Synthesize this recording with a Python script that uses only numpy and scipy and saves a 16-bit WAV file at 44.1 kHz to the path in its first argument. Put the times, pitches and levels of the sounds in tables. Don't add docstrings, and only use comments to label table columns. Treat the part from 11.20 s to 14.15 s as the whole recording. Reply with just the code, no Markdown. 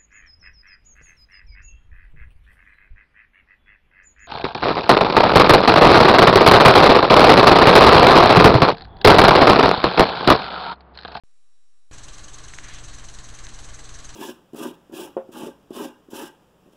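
import sys
import numpy as np
from scipy import signal
from scipy.fft import rfft, irfft
from scipy.io import wavfile
from scipy.ndimage import uniform_filter1d

SR = 44100
rng = np.random.default_rng(int(sys.argv[2]) if len(sys.argv) > 2 else 0)


def store_wav(level_fs):
    pcm = np.round(np.clip(np.atleast_2d(level_fs), -1, 1) * 32767)
    wavfile.write(sys.argv[1], SR, pcm.T.astype(np.int16))


def convert_level_to_amplitude(level_db):
    exponent = np.asarray(level_db, float) / 20
    return 10 ** exponent


N = 130095
ON_S, OPEN_S = .03626, .71236


def level(x, db):
    return x * convert_level_to_amplitude(db) / np.sqrt(np.mean(x ** 2))


def band(x, hz, width):
    return signal.lfilter(*signal.iirpeak(hz, hz / width, fs=SR), x)


def coloured(points):
    points = np.array(points)
    hz = np.fft.rfftfreq(N, 1 / SR) + 1
    gain = convert_level_to_amplitude(np.interp(np.log(hz), np.log(points[:, 0]), points[:, 1]))
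    return irfft(rfft(rng.standard_normal(N)) * gain, N)


def walk(rate):
    hold = int(SR / rate)
    steps = np.repeat(rng.standard_normal(N // hold + 1), hold)
    return 1.12 * uniform_filter1d(uniform_filter1d(steps, hold), hold)[:N]


def bump(u, rise, fall):
    before = np.exp(-(np.minimum(u, 0) / rise) ** 2)
    after = np.exp(-np.maximum(u, 0) / fall)
    return np.where(u < 0, before, after)


def circuit(t):
    # (frequency [Hz], level [dB rms])
    whine_lines = [(1200, -89), (3892, -87), (4743, -99), (5599, -84), (6202, -98), (7402, -86),
                   (9598, -91), (10637, -103)]
    # (frequency [Hz], density [dB per Hz])
    hiss_points = [(60, -1), (130, -16), (300, -12.5), (1300, -12), (5000, -13), (8500, -12.5),
                   (10000, -13.5), (11500, -28.5)]
    whine = sum(convert_level_to_amplitude(db + 3 + 2.1 * walk(30)) * np.sin(2 * np.pi * hz * t) for hz, db in whine_lines)
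    whine = whine * np.where(t < OPEN_S, 1, .5)
    settle_s = 0.22
    offset = -0.0071 + 0.0021 * np.exp(-(t - ON_S) / settle_s)
    hiss = level(coloured(hiss_points), -74)
    return (t >= ON_S) * (hiss + whine + offset)


def lab(t):
    # (frequency [Hz], level [dB rms], wander [dB])
    fan_lines = [(120, -54, 1.5), (303.3, -64.5, 1.5)]
    # (frequency [Hz], level [dB rms])
    motor_lines = [(419, -74), (458, -74), (629, -76), (668, -74), (947, -74), (1125, -73), (1625, -72),
                   (1723, -72)]
    # (frequency [Hz], density [dB per Hz])
    room_points = [(60, -6), (150, -10.5), (300, -14), (600, -19), (1500, -21), (4000, -27), (8000, -26.5),
                   (11500, -53)]
    lines = list(fan_lines) + [(hz, db, 3.0) for hz, db in motor_lines]
    tones = 0
    for hz, db, wander_db in lines:
        loudness = convert_level_to_amplitude(db + 3 + wander_db * walk(12))
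        tones = tones + loudness * np.sin(2 * np.pi * hz * t + .3 * wander_db * walk(8))
    return tones + level(coloured(room_points), -50.5) * convert_level_to_amplitude(walk(6.2))


def gears(t):
    # (place in flap cycle [0-1], rise [s], fall [s], rebound after [s], rebound level [dB])
    strokes = [
        (.34, .006, 0.0084, 0.0077, -2.5),
        (.80, .003, 0.0073, 0.012, -10),
    ]
    # (frequency [Hz], width [Hz], grind [dB], top reversal [dB], bottom reversal [dB])
    frame_parts = [(690, 570, -61.5, -75, -59), (1136, 217, -60.5, -80.5, -65),
                   (1582, 630, -57.5, -61.5, -55.5), (2530, 580, -69, -62.5, -61.5),
                   (3030, 710, -65, -64.5, -52), (4045, 1040, -59.5, -56.5, -50),
                   (5940, 460, -65.5, -50, -49), (6260, 225, -65, -53, -54.5), (6650, 255, -64.5, -52, -49),
                   (7730, 660, -61.5, -57.5, -53.5), (8230, 530, -68, -64, -68),
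                   (10370, 1180, -71, -68, -64.5)]
    flap_hz, stroke_jitter_s, stroke_scatter_db = 9.96, .001, .8
    teeth_per_s, teeth_spread_db = 9000, 1.5
    mesh_sag_hz, mesh_recover_s = 115, .02
    mesh_share = .72
    mesh_grind_db = -10

    turns = t * flap_hz
    mesh_hz = 1100 * (1 + .01 * walk(14))
    reversals = []
    for place, rise, fall, again, again_db in strokes:
        stroke = np.floor(turns - place + .5).astype(int) + 1
        chance = rng.standard_normal((stroke.max() + 1, 2 + len(frame_parts)))
        u = (turns - place - stroke + 1) / flap_hz - stroke_jitter_s * chance[stroke, 0]
        load = bump(u, rise, fall) + convert_level_to_amplitude(again_db) * bump(u - again, rise, fall)
        reversals.append((load, stroke, chance))
        mesh_hz = mesh_hz - mesh_sag_hz * bump(u + rise, .008, mesh_recover_s)

    mesh = np.diff(np.floor(np.cumsum(mesh_hz / SR)), prepend=0) * convert_level_to_amplitude(2.0 * rng.standard_normal(N))
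    mesh = level(mesh, 0)
    out = 0
    for j, (hz, width, grind_db, *hit_db) in enumerate(frame_parts):
        clicks = (rng.random(N) < teeth_per_s / SR) * rng.standard_normal(N)
        teeth = level(clicks * convert_level_to_amplitude(teeth_spread_db * rng.exponential(size=N)), 0)
        hits = 0
        for (load, stroke, chance), db in zip(reversals, hit_db):
            luck = chance[stroke, 1] + chance[stroke, 2 + j]
            hits = hits + load * convert_level_to_amplitude(db + stroke_scatter_db * luck)
        grind = (teeth + convert_level_to_amplitude(mesh_grind_db) * mesh) * convert_level_to_amplitude(grind_db + 1.8 * walk(39.95))
        rattle = hits * (mesh_share * mesh + np.sqrt(1 - mesh_share ** 2) * teeth)

        def ring(x):
            return band(band(x, hz, width), hz, 1.54 * width)

        out = out + ring(grind + rattle) / ring(teeth).std()
    return out


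def low_end(t):
    # (first [s], spacing [s], then three depths [thousandths of full scale])
    dip_groups = [(.714, .032, -13, 14, 15), (.845, .035, 17, 11, 21), (.981, .041, 12, 13, 15),
                  (1.124, .041, 13, 14, 14), (1.263, .028, 7, 7, 7), (1.395, .028, 17, 9, 21),
                  (1.544, .034, 21, 16, 14), (1.68, .036, 17, 19, 23), (1.82, .036, 19, 16, 20),
                  (1.96, .035, 21, 20, 3), (2.075, .031, 12, 12, 15), (2.211, .03, 24, 23, 17),
                  (2.344, .034, 20, 17, 19), (2.479, .036, 24, 20, 16), (2.618, .036, 18, 16, 8),
                  (2.723, .036, 19, 22, 13), (2.861, .0350, 15, 15, 2)]
    dip_width_s = .0042
    dips = 0
    for first, gap, *depths in dip_groups:
        for k, depth in enumerate(depths):
            dips = dips + depth * np.exp(-((t - first - k * gap) / dip_width_s) ** 2 / 2)
    low_band = signal.butter(2, [5, 65], "band", fs=SR, output="sos")
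    draught = signal.sosfilt(low_band, rng.standard_normal(N))
    return level(draught, -51) - dips / 1000


def slaps(t):
    # (time [s], peak level [dB], main ring [Hz], side rings [dB])
    knocks = [
        (.7815, -37, 3500, -3),
        (1.1845, -39, 3900, -4),
        (1.3369, -26, 1950, -16),
        (1.38655, -20.5, 1950, -8),
        (1.7840, -37, 1770, -3),
        (2.2680, -24, 3900, -4),
    ]
    rise_s, fall_s = .00025, .00045
    out = np.zeros(N)
    u = np.arange(300) / SR
    shape = bump(u - 1.27 * rise_s, rise_s, fall_s)
    side_rings = sum(np.sin(2 * np.pi * hz * u) for hz in (1750, 6300))
    for s, db, hz, side_db in knocks:
        knock = shape * (np.sin(2 * np.pi * hz * u) + convert_level_to_amplitude(side_db) * side_rings)
        start = int(s * SR)
        out[start:start + len(u)] -= convert_level_to_amplitude(db) * knock / np.abs(knock).max()
    return signal.sosfilt(signal.butter(4, 1050, "high", fs=SR, output="sos"), out)


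def rustle(t):
    # (start [s], end [s], first band [Hz], last band [Hz], level [dB])
    lifts = [
        (1.40, 1.605, 1800, 3200, -49),
        (2.17, 2.29, 1350, 1700, -55),
    ]
    out = 0
    for start, end, first_hz, last_hz, db in lifts:
        u = (t - start) / (end - start)
        swell = np.interp(u, [0, .25, .93, 1], [0, 1, 1, 0]) * convert_level_to_amplitude(db + 2 * walk(59.7))
        for hz, mix in ((first_hz, 1 - .5 * u), (last_hz, 1.13 * u)):
            scrape = band(band(rng.standard_normal(N), hz, .5 * hz), hz, .8 * hz)
            out = out + swell * mix * level(scrape, 0)
    return out


def scene():
    t = np.arange(N) / SR
    bench = lab(t) + gears(t) + low_end(t) + slaps(t) + rustle(t)
    mic_top = signal.butter(6, 11240, fs=SR, output="sos")
    return (signal.sosfilt(mic_top, bench) * (t >= OPEN_S))[None]


def band_limit(x):
    return signal.sosfilt(signal.butter(12, 12230, fs=SR, output="sos"), x)


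def record(dry):
    t = np.arange(N) / SR
    mix = dry + circuit(t)
    return band_limit(mix)


dry = scene()
out = record(dry)
store_wav(out)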